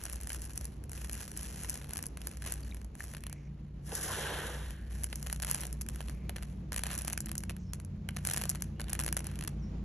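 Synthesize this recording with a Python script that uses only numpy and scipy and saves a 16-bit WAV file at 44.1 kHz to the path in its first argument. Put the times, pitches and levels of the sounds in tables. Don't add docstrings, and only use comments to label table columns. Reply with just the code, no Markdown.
import sys
import numpy as np
from scipy import signal
from scipy.fft import rfft, irfft, next_fast_len
from scipy.io import wavfile
from scipy.ndimage import uniform_filter1d

SR = 44100
rng = np.random.default_rng(int(sys.argv[2]) if len(sys.argv) > 2 else 0)


def generate_wav(signal):
    frames = np.transpose(np.atleast_2d(signal))
    scaled = np.clip(frames, -1, 1) * 32767
    pcm = np.round(scaled).astype(np.int16)
    wavfile.write(sys.argv[1], SR, pcm)


N = 433944
TIME = np.arange(N) / SR
LEAD = 48
IN_STEP = [(0, 0), (1, 0)]


def gain_of(db):
    return 10 ** (np.asarray(db) / 20)


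def evened(x):
    return x / np.sqrt(np.mean(x ** 2) + 1e-20)


def wander(smooth):
    return evened(uniform_filter1d(rng.standard_normal(N), size=smooth))


def read(points, hz):
    f, value = np.transpose(points)
    return np.interp(np.log(hz + 1), np.log(f + 1), value)


def colour_gain(colour, size):
    return gain_of(read(colour, np.fft.rfftfreq(size, 1 / SR)))


def played(rows):
    s, *columns = np.transpose(rows)
    return [np.interp(TIME, s, column) for column in columns]


# (frequency [Hz], level [dB])
RIGHT_LOUDER = [(150, 0), (300, 1.5), (900, 1.3), (1700, 0), (2900, 3), (3600, 0)]


def ports(a, b, alike, lag, size):
    hz = np.fft.rfftfreq(size, 1 / SR)
    same = np.clip(read(alike, hz), -1, 1)
    mixed = same * a + np.sqrt(1 - same ** 2) * b
    right = mixed * np.exp(-1j * np.interp(hz, *np.transpose(lag)))
    return irfft(np.array([a, right * colour_gain(RIGHT_LOUDER, size)]), size)


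def noise(colour, alike, lag):
    size = next_fast_len(N)
    a, b = rfft(rng.standard_normal((2, size))) * colour_gain(colour, size)
    return evened(ports(a, b, alike, lag, size)[:, :N])


def fuzzy(hz, width):
    pole = np.exp(-np.pi * width / SR)
    slow = [1, 1j] @ rng.standard_normal((2, N))
    for _ in range(2):
        slow = signal.lfilter([1], [1, -pole], slow)
    carrier = np.exp(2j * np.pi * np.cumsum(hz * np.ones(N)) / SR)
    return evened((slow * carrier).real)


def nook(x, t60):
    t = np.arange(SR // 3) / SR
    dull = uniform_filter1d(rng.standard_normal(len(t)), size=3)
    tail = dull * gain_of(-60 * t / t60) * (t > .003)
    return signal.oaconvolve(x, tail[None] / np.linalg.norm(tail), axes=1)[:, :N]


# (time [s], frequency [Hz])
CYCLE = [(0, 30.12), (4.8, 29.81), (7, 30.07), (9.84, 29.44)]
# (time [s], level [dB])
THROB = [(0, -49), (.41, -45.5), (1.23, -48.5), (1.64, -55), (2.6, -42.5), (3.5, -51.5), (4.1, -48.5),
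         (4.92, -40.5), (5.74, -47.5), (6.15, -40.5), (6.56, -44.5), (7.381, -43.5), (7.9, -51.5),
         (9.1, -40.5), (9.5, -47), (9.84, -49)]
# (time [s], level [dB])
THIRD = [(0, -70), (1.2, -81), (3.7, -55), (4.3, -51), (5.1, -58), (5.74, -58), (6.2, -54), (7, -57),
         (7.8, -44.5), (8.5, -49), (9.2, -47.5), (9.84, -48)]
# (time [s], level [dB])
NEARING = [(0, -73), (1.6, -62.5), (3, -61), (5, -57), (7.4, -52.5), (9.1, -47.5), (9.84, -48)]
# (multiple of the cycle, level relative to the 5th order [dB])
UPPER_ORDERS = [(6, -0.5), (7, -4.5), (11, -15)]
# (time [s], firing cycle [Hz], level [dB])
FAR_ENGINE = [(0, 28.49, -58.5), (2.5, 28.84, -54), (5, 28.7, -52), (6.5, 28.13, -55.5), (8, 27.63, -53),
              (9.84, 27.3, -46.5)]
# (multiple of the cycle, level relative to the far engine's curve [dB])
FAR_ORDERS = [(2, -1), (5, -1), (6, -12), (7, -12), (8, -14)]


def engines():
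    (hz,), (second_db,), (third_db,), (fifth_db,) = map(played, (CYCLE, THROB, THIRD, NEARING))
    turns = np.cumsum(hz) / SR
    near = np.zeros(N)
    for order, db in ((2, second_db), (3, third_db), (5, fifth_db)):
        near += gain_of(db) * np.sqrt(2) * np.sin(2 * np.pi * (order * turns + rng.random()))
    near += sum(gain_of(fifth_db + db) * fuzzy(order * hz, 2.2) for order, db in UPPER_ORDERS)
    far_hz, far_db = played(FAR_ENGINE)
    return near + sum(gain_of(far_db + db) * fuzzy(order * far_hz, 1.0) for order, db in FAR_ORDERS)


# (time [s], deep level [dB], upper level [dB])
RUMBLE = [(0, -49.5, -55), (2, -48.5, -56.5), (4, -56, -54.5), (6, -49, -51), (8, -51, -51.5),
          (9.84, -85, -50)]
# (frequency [Hz], relative level [dB])
DEEP = [(24, -4), (36, 2), (50, 19.5), (65, 24.5), (95, 7), (112, 11.5), (140, -54)]
# (frequency [Hz], relative level [dB])
UPPER = [(95, -5), (125, 5), (140, 10), (170, 1.5), (215, 5), (250, -6.5), (300, -74)]
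# (frequency [Hz], width of each pole [Hz], level [dB])
DRONES = [(49.6, 9, -54), (94.1, 4.7, -56.5), (311, 6.7, -69.5)]


def rumble():
    deep_db, upper_db = played(RUMBLE)
    alike = [(60, .986), (150, .987), (300, .93)]  # (frequency [Hz], likeness [0-1])
    wash = gain_of(deep_db) * noise(DEEP, alike, IN_STEP)
    wash += gain_of(upper_db) * noise(UPPER, alike, IN_STEP)
    return wash + sum(gain_of(db) * fuzzy(hz, width) for hz, width, db in DRONES)


# (frequency [Hz], relative level [dB])
AIR = [(150, -4.5), (240, -0.5), (430, -7.5), (700, -14.5), (1200, -21), (1800, -27), (2250, -27),
       (2800, -31), (4500, -33), (7200, -35.5), (8400, -63), (9700, -58), (10800, -44), (12200, -68)]
# (frequency [Hz], likeness [-1 to 1])
AIR_ALIKE = [(200, 1), (350, 0.8), (700, 0.03), (1300, 0.22), (2400, 0.64), (4400, 0.094), (8000, 0.26)]
# (time [s], level [dB])
AIR_SWELL = [(0, -56), (2, -54), (3.7, -60), (6, -54.5), (8, -56), (9.84, -51)]


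def air():
    level_db = played(AIR_SWELL)[0] + 1.1 * wander(3000)
    return gain_of(level_db) * noise(AIR, AIR_ALIKE, IN_STEP)


# (frequency [Hz], lag [rad])
NEAR_LAG = [(0, 0), (1800, 0), (2600, .3), (3100, .9), (4300, 1.1), (4850, 3.1), (5300, 5.4), (5900, 6.3),
            (9050, 9.4), (12200, 12.4), (13600, 13.3), (14500, 15), (15500, 15.6), (16600, 15.7)]
# (frequency [Hz], likeness [0-1])
NEAR_ALIKE = [(300, .9), (700, .8), (1700, .99), (2500, .93), (3500, .6), (5900, .93), (7100, .78),
              (9000, .97), (13000, .88), (14300, .55), (15700, .88)]
OWN_COLOUR_DB = 2


def strikes(colour, rise_ms, crack_ms, echo_ms, echo_db, tail_ms, tail_db, count=96, size=1024):
    def crack(ms):
        return np.exp(-np.maximum(ms / crack_ms, -ms / rise_ms))

    ms = (np.arange(size) - LEAD) / SR * 1000
    late = ms - echo_ms * rng.uniform(0.715, 1.33, (count, 1))
    echo = gain_of(echo_db + 0.71 * rng.standard_normal((count, 1))) * crack(late)
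    rattle = gain_of(tail_db) * np.exp(-abs(ms) / tail_ms) * (ms > 0)
    shape = crack(ms) + echo + rattle
    own = uniform_filter1d(rng.standard_normal((count, size // 2 + 1)), size=28)
    own_gain = gain_of(OWN_COLOUR_DB * evened(own))
    cepstrum = irfft(np.log(colour_gain(colour, size) * own_gain))
    cepstrum[:, 1:size // 2] *= 2
    cepstrum[:, size // 2 + 1:] = 0
    burst = rfft(shape * rng.standard_normal((2, count, size)))
    flat = burst / np.sqrt(uniform_filter1d(abs(burst) ** 2, size=30))
    a, b = flat * np.exp(rfft(cepstrum))
    return ports(a, b, NEAR_ALIKE, NEAR_LAG, size).transpose(1, 0, 2)


# (frequency [Hz], relative level [dB])
TICK = [(1500, -23.5), (3000, -33), (4700, -11.5), (5400, -6), (6200, -5.5), (7000, -4.5), (8300, -3.5),
        (10300, 6), (11500, -2.5), (12600, -14), (14000, -21.5), (15600, -22), (16600, -50.5)]


def grain_ticks():
    return strikes(TICK, rise_ms=0.28, crack_ms=0.16, echo_ms=1.173, echo_db=-8, tail_ms=3.6, tail_db=-28)


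# (frequency [Hz], relative level [dB])
KNOCK = [(250, -13.5), (600, -3), (1250, -4.5), (1680, 0), (2300, -5), (3100, -5), (3700, -10),
         (4300, -6.5), (7000, -38.5)]


def board_knocks():
    return strikes(KNOCK, rise_ms=0.26, crack_ms=0.26, echo_ms=1.35, echo_db=-7.5,
                   tail_ms=3.6, tail_db=-21.5)


def scatter(sounds, s, sizes):
    length = sounds.shape[2]
    out = np.zeros((2, N + 2 * length))
    picks = (rng.random(len(s)) * len(sounds)).astype(int)
    for at, size, pick in zip((s * SR).astype(int), sizes, picks):
        out[:, at:at + length] += size * sounds[pick]
    return out[:, LEAD:N + LEAD]


# (frequency [Hz], relative level [dB])
SHOWER_COLOUR = [(3500, 20), (6200, 17.5), (9000, 14), (11500, 15.5), (13000, 13), (16000, -5)]


def shower(levels, span, ticks, knocks, per_s, spread_db, clump_db):
    chance, luck = rng.random(N), rng.exponential(1, N)
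    smooth = uniform_filter1d(uniform_filter1d(rng.standard_normal(N), 200), 200)
    clumps = gain_of(clump_db * evened(smooth))
    inside = (TIME > span[0]) & (TIME < span[1])
    at = inside & (chance < per_s / SR)
    sizes = clumps[at] * gain_of(spread_db * np.minimum(luck[at], 3.5))
    size = ticks.shape[2]
    coloured = irfft(rfft(ticks) * colour_gain(SHOWER_COLOUR, size), size)
    out = np.zeros((2, N))
    for level, sounds in zip(levels, (coloured, knocks)):
        equal = sounds / np.linalg.norm(sounds, axis=(1, 2), keepdims=True)
        patter = scatter(equal, TIME[at], sizes)
        out += level * patter / np.std(patter.mean(0)[inside])
    return out


# (time [s], length [s], tick level [dB], knock level relative to the ticks [dB])
SLIDES = [(0.005, 0.13, -57, 0), (0.2, 0.03, -59.5, -0.5), (0.285, 0.15, -53.5, -5),
          (0.497, 0.15, -60.5, -1.5), (0.953, 0.11, -56.5, -3.5), (1.138, 0.076, -49.5, -3.5),
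          (1.371, 0.36, -53, -3.5), (1.755, 0.069, -66, 1), (1.904, 0.089, -61.5, 2.5),
          (2.21, 0.11, -63.5, 0), (2.45, 0.018, -50, 0), (2.593, 0.12, -64.5, -0.5),
          (2.997, 0.09, -57.5, -3.5), (4.657, 0.054, -62.5, -8), (4.815, 0.13, -73.5, 7),
          (4.923, 0.39, -61, -2.5), (5.487, 0.06, -47, -1.5), (5.59, 0.06, -60, 3), (5.94, 0.13, -62, 0),
          (6.366, 0.1, -66.5, 2), (6.783, 0.012, -58, 0.5), (6.857, 0.03, -63, 9), (6.911, 0.038, -50.5, 2),
          (7.08, 0.051, -77, 13.5), (7.236, 0.066, -82, 12), (8.16, 0.041, -69, 2),
          (8.275, 0.017, -49.5, -1.5), (8.35, 0.063, -57, 4.5), (8.504, 0.11, -71, 5.5),
          (8.883, 0.055, -66.5, 10), (9.258, 0.066, -65, 6.5)]
SWELL_DB_PER_S, SETTLE_DB_PER_S = 420, 122
REST_TICKS_DB, REST_KNOCKS_DB = -88.5, -77.5


def slides(ticks, knocks):
    start, length, tick_db, knock_db = np.transpose(SLIDES)[:, :, None]
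    t = np.arange(0, N + 64, 64) / SR
    before, after = np.maximum(start - t, 0), np.maximum(t - start - length, 0)
    away_db = SWELL_DB_PER_S * before + SETTLE_DB_PER_S * after
    levels = []
    for db, rest_db in ((tick_db, REST_TICKS_DB), (tick_db + knock_db, REST_KNOCKS_DB)):
        power = (gain_of(db - away_db) ** 2).sum(0) + gain_of(rest_db) ** 2
        levels.append(np.interp(TIME, t, np.sqrt(power)))
    return shower(levels, (0, N / SR), ticks, knocks, per_s=520, spread_db=2.0, clump_db=1.5)


# (time [s], tick peak level [dB], knock peak level relative to the tick [dB])
GRAINS = [(0.029, -38, -13), (0.038, -23, -21.0), (0.054, -23.5, -13.5), (0.098, -27.5, -9.5),
          (0.127, -26, -26.0), (0.1318, -26.5, -13), (0.1447, -36, -16), (0.1583, -28, -19),
          (0.212, -30.5, -12), (0.234, -30.5, -18), (0.272, -25.5, -10), (0.2943, -29, -21.0),
          (0.303, -27, -4), (0.3313, -25, -19), (0.3468, -24, -14), (0.419, -28.5, -30), (0.453, -31, -22),
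          (0.534, -36, -19.0), (0.5576, -33, -21), (0.5767, -19.5, -18), (0.6, -45, -28),
          (0.6113, -30, -10), (0.6448, -30.5, -16), (0.654, -26.5, -20), (0.8394, -35.5, -15),
          (0.8954, -32, -12), (0.9175, -29.5, -13), (0.9324, -29, -11), (0.9773, -31.5, -8.5),
          (1.0174, -33.5, -5), (1.0461, -31, -6.5), (1.096, -25.5, -7), (1.113, -33, -19.0),
          (1.1253, -31, -18), (1.131, -26, -16), (1.279, -31.5, -9.5), (1.3164, -29.5, -9),
          (1.3663, -32, -5.5), (1.3744, -23.0, -24.0), (1.411, -32, -14), (1.431, -29.5, -14),
          (1.454, -34, -3), (1.5914, -33, -13), (1.6348, -26, -13), (1.6463, -31.5, -3), (1.6908, -31, -11),
          (1.6968, -18, -20), (1.7032, -22, -20), (1.7422, -26, -17), (1.756, -30.5, -7.5),
          (1.7747, -31, -13), (1.815, -41, 2), (1.844, -34.5, -4), (1.893, -33, -10), (1.908, -30, -7),
          (1.9347, -23, -17), (1.9526, -32, -17), (1.958, -28, -7.5), (1.9707, -21, -14.0),
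          (1.9792, -25, -15), (1.9902, -26.5, -9), (2.027, -24, -19), (2.039, -30, -7.5),
          (2.0572, -29, -15), (2.066, -23.5, -28), (2.1725, -32.5, -3.5), (2.2169, -32.5, -2.5),
          (2.2714, -19.5, -16.5), (2.3142, -34, -8), (2.3713, -34, -10), (2.422, -28.5, -6.5),
          (2.463, -26, -10.5), (2.4745, -27, -6.5), (2.5223, -18.5, -15.5), (2.539, -28, -15),
          (2.6065, -39, -18), (2.746, -36, -7.5), (2.769, -40.5, -5), (2.8158, -40, -3.5),
          (2.8463, -37.0, -10), (2.9528, -38.5, -7), (3.006, -33, -6), (3.033, -38, -18),
          (3.0402, -30, -10), (3.1373, -33, -5.5), (3.1489, -34.5, 4), (3.1683, -32, -6), (3.1812, -42, -1),
          (3.2068, -39, -16), (3.2377, -31, -5.5), (3.267, -30, -4.5), (3.2975, -33, -9),
          (3.3281, -27.5, -12), (3.919, -41.5, 8.5), (3.9526, -18.0, -26), (4.469, -28, -20),
          (4.707, -33, -4), (5.0354, -23, -15.5), (5.0425, -18, -17), (5.1285, -28.5, 2),
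          (5.1573, -23.5, -19), (5.1975, -40, -12), (5.228, -25, -14), (5.2648, -33, 0),
          (5.27, -24.5, -7.5), (5.2993, -29, -2), (5.3279, -19.5, -10.5), (5.3325, -31, -6.5),
          (5.3616, -29, -11), (5.4, -29, -6), (5.422, -22, -9), (5.428, -20.5, -9.5), (5.4348, -28.5, 1.5),
          (5.448, -20, -9), (5.4693, -23.5, -11), (5.4793, -28, -6), (5.4993, -20.5, -12),
          (5.513, -13, -33), (5.524, -33, -12), (5.5333, -36, -15), (5.546, -18, -12), (5.563, -28, -17),
          (5.5754, -36, -11), (5.6077, -22.5, -22), (5.614, -26, -21), (5.625, -33, -6), (5.635, -25.5, -7),
          (5.6532, -28, -7), (5.6687, -24, -26), (5.728, -23.5, -20.5), (5.812, -24, -13),
          (5.817, -24, -16.5), (5.8642, -36.5, -8), (5.8877, -21.5, -12), (5.898, -33.5, -8),
          (5.9595, -32, -7), (6.0062, -32, 4), (6.014, -32.5, -7.0), (6.0843, -33.5, -3),
          (6.0968, -30, -6.5), (6.295, -24.5, -3.5), (6.3612, -32, -3), (6.3647, -29.5, -1.5),
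          (6.3835, -39, 4.5), (6.4256, -30.5, -6), (6.4318, -35, -3), (6.7212, -24.5, -5.5),
          (6.7304, -24, -9), (6.7385, -39, 0.0), (6.7437, -29, -5), (6.7627, -20.5, -6.5), (6.777, -26, -9),
          (6.7811, -21.5, -6.5), (6.7928, -25.5, -6), (6.8083, -38, -12), (6.8361, -18.5, -7.5),
          (6.8463, -37, -4), (6.8572, -31.5, -3), (6.8668, -24, -3.5), (6.8706, -27.5, -16),
          (6.904, -32.5, 1), (6.9137, -27, -6.5), (6.9317, -27, -5), (6.9402, -26, -12.0),
          (6.9516, -24, -13), (6.9605, -35, -4), (6.9784, -23, -19), (6.9882, -21.5, -17.0),
          (6.9917, -26, -12), (6.9959, -32, -12), (7.012, -32, -3), (7.019, -25, -15), (7.0488, -24.5, -9),
          (7.0754, -28, -7), (7.0798, -19.5, -8.5), (7.087, -37, -4), (7.1002, -24, -10), (7.106, -38, 3.5),
          (7.1256, -29, -7), (7.1306, -19, -28), (7.1343, -29, -1.5), (7.1766, -20, -8),
          (7.2053, -21, -19.5), (7.2595, -27.5, -15), (7.2637, -34, -17), (7.2694, -42, 4),
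          (7.2862, -35, -7.5), (7.29, -41, -18), (7.293, -34, -1), (7.316, -26, -5.5), (7.354, -26.5, -8.5),
          (7.3801, -18.5, -26), (7.3857, -34, -19), (7.4054, -34, -10), (7.428, -44, -9),
          (7.4366, -26.5, -5.5), (7.496, -25.5, -4), (7.5024, -33, -2), (7.5084, -32, -1.5),
          (7.566, -36, -5), (7.7345, -24, -11), (7.7439, -36, -10), (7.8003, -37, -5.5),
          (7.8488, -34.5, -20), (8.089, -25, -2), (8.1651, -28, -7), (8.169, -27, 0), (8.188, -36.5, -3),
          (8.251, -16.5, -10.5), (8.266, -28.5, -2.5), (8.272, -14, -19), (8.2878, -26, -1.5),
          (8.2993, -18, -14), (8.3108, -23, -5), (8.3136, -18, -12), (8.3242, -30, -6), (8.335, -21, -11),
          (8.337, -16.5, -18), (8.344, -24.5, -4.5), (8.3637, -18, -11), (8.3735, -20, -7.5),
          (8.3793, -18, -22), (8.4084, -34, -8), (8.4144, -21.5, -11), (8.4197, -23.5, -7),
          (8.438, -20, -7), (8.455, -22, -10), (8.49, -41, -9), (8.4942, -13.5, -28), (8.4992, -14.5, -20),
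          (8.5067, -29, -22), (8.5145, -29, -9), (8.5497, -30.5, -4), (8.556, -30, -4), (8.608, -38, -10),
          (8.6223, -18, -13), (8.7977, -31.5, 0.5), (8.8056, -29.5, -5), (8.8153, -28.5, -5),
          (8.842, -37, -4), (8.8834, -40, 4), (8.8962, -27, -11), (8.901, -28, -21), (8.9315, -17, -12.5),
          (8.9519, -23.5, -8), (8.992, -19.5, -7.5), (9, -17.5, -12), (9.0078, -24, -5), (9.014, -27, -9),
          (9.024, -32, -6), (9.0371, -21, -11.5), (9.046, -28, -10), (9.0555, -42, -8), (9.0636, -20.5, -8),
          (9.0795, -23, -4.5), (9.0883, -26, -4.5), (9.1267, -16.5, -14.5), (9.168, -17.5, -9),
          (9.1742, -21.5, -10), (9.1922, -26, -12), (9.205, -32, -2.5), (9.2437, -29.5, -12),
          (9.269, -25, -13), (9.3146, -41, -12), (9.3566, -33.5, -5), (9.3903, -26.5, -9),
          (9.41, -29.5, -3), (9.425, -31.5, -2), (9.4382, -27.5, -8), (9.449, -34, -3),
          (9.476, -23.5, -10.5), (9.4793, -25.5, -7)]
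REBOUND_S = (.003, .022)
REBOUND_DB, REBOUND_SPREAD_DB = -17, 5


def single_grains(ticks, knocks):
    def peaked(sounds):
        return sounds / abs(sounds).max(2).mean(1)[:, None, None]

    s, tick_db, knock_db = np.transpose(GRAINS)
    later = rng.uniform(*REBOUND_S, (2, len(s)))
    rebound_db = REBOUND_DB - REBOUND_SPREAD_DB * abs(rng.standard_normal((2, len(s))))
    s = np.concatenate([s, *(s + later)])
    tick_db = np.concatenate([tick_db, *(tick_db + rebound_db)])
    knock_db = tick_db + np.resize(knock_db, len(s))
    return scatter(peaked(ticks), s, gain_of(tick_db)) + scatter(peaked(knocks), s, gain_of(knock_db))


# (time [s], frequency [Hz], level before the soft onset [dB], t60 [s])
RINGS = [(2.634, 4580, -38, 0.0089), (2.713, 3800, -38, 0.0096), (2.723, 2310, -38, 0.012),
         (3.0053, 1780, -28, 0.014)]


def rings():
    out, t = np.zeros(N), np.arange(2048) / SR
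    onset = 1 - np.exp(-t / 0.00044)
    for s, hz, db, t60 in RINGS:
        tone = gain_of(db - 60 * t / t60) * np.sin(2 * np.pi * hz * t)
        out[round(s * SR):][:len(t)] += tone * onset
    return out


# (time [s], length [s], start frequency [Hz], end frequency [Hz],
# width of each pole [Hz], level at mid-rub before the unevenness [dB])
RUBS = [(3.118, 0.43, 2414, 2030, 750, -68), (3.3, 0.2, 6270, 5800, 1500, -74.5),
        (4.065, 0.086, 594, 1500, 450, -44), (4.608, 0.543, 1734, 1706, 400, -66.5),
        (6.0, 0.49, 2320, 2185, 700, -70), (7.572, 0.12, 6300, 5700, 1500, -70)]


def rubs():
    out, catch = np.zeros(N), wander(600)
    for s, length, start_hz, end_hz, width, db in RUBS:
        along = np.clip((TIME - s) / length, 0, 1)
        band = fuzzy(start_hz + (end_hz - start_hz) * along, width)
        out += gain_of(db + 3.0 * catch) * np.sin(np.pi * along) * band
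    return out


# (frequency [Hz], relative level [dB])
CUPPED = [(500, -31), (1100, -9.5), (1650, 5.5), (1950, -1.5), (2400, -10), (3200, -3), (4300, -10.5),
          (7000, -41)]


def cupped_knocks():
    return strikes(CUPPED, rise_ms=0.18, crack_ms=0.35, echo_ms=1.37, echo_db=-21,
                   tail_ms=13.0, tail_db=-2.0)


# (time [s], tick level [dB], knock level [dB], board scrape level [dB])
SWEEP = [(3.8, -97, -101, -80), (3.866, -56.5, -64, -76), (3.89, -54, -56.5, -53), (3.905, -55, -58, -59),
         (3.925, -50, -56, -43), (3.96, -42.5, -49.5, -56), (3.986, -47, -53, -51.5),
         (4.035, -39.5, -44.5, -50.5), (4.085, -46, -46.5, -46), (4.16, -44.5, -42, -48),
         (4.19, -44.5, -44, -43.5), (4.25, -50, -43, -45), (4.3, -48.5, -41.5, -41.5),
         (4.45, -52, -46, -47.5), (4.55, -54.5, -49.5, -50.5), (4.7, -64, -57, -62), (4.8, -89, -65, -77)]
# (frequency [Hz], relative level [dB])
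SCRAPE = [(200, -42), (300, 4.5), (480, 10), (620, 5.5), (900, 5), (1300, -0.5), (2200, -18), (4000, -74)]


def sweep(ticks, cupped):
    tick_db, knock_db, scrape_db = played(SWEEP)
    start, end = SWEEP[0][0], SWEEP[-1][0]
    grains = shower(gain_of([tick_db, knock_db]), (start, end), ticks, cupped,
                    per_s=1400, spread_db=0.7, clump_db=0.1)
    touching = (TIME > start) & (TIME < end)
    drag = touching * gain_of(scrape_db + 1.8 * wander(300))
    return grains + drag * noise(SCRAPE, NEAR_ALIKE, NEAR_LAG)


# (time [s], length [s], start frequency [Hz], end frequency [Hz],
# level before roughness and smearing [dB])
CHIRPS = [(7.61, .12, 5600, 5200, -67), (8.74, .09, 2800, 3000, -66), (9.592, .012, 6700, 5400, -68),
          (9.61, .05, 5750, 5400, -63)]


def bird():
    out = np.zeros(N)
    for s, length, start_hz, end_hz, db in CHIRPS:
        hz = np.linspace(start_hz, end_hz, round(length * SR))
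        note = gain_of(db) * np.sin(2 * np.pi * np.cumsum(hz) / SR) * np.hanning(len(hz))
        out[round(s * SR):][:len(note)] += note
    out *= wander(160)
    return .8 * out + .7 * nook(np.array([out, out]), .3)


def scene():
    behind = engines() + rumble() + air()
    ticks, knocks = grain_ticks(), board_knocks()
    rice = slides(ticks, knocks) + single_grains(ticks, knocks)
    rice += rings() + rubs() + sweep(ticks, cupped_knocks())
    tail = gain_of(-21) * nook(rice, 0.3)
    return rice + tail + behind + bird()


def record(dry):
    low_pass = signal.firwin(511, 16750, window=("kaiser", 9), fs=SR)
    return signal.oaconvolve(dry, low_pass[None], "same")


dry = scene()
out = record(dry)
generate_wav(out)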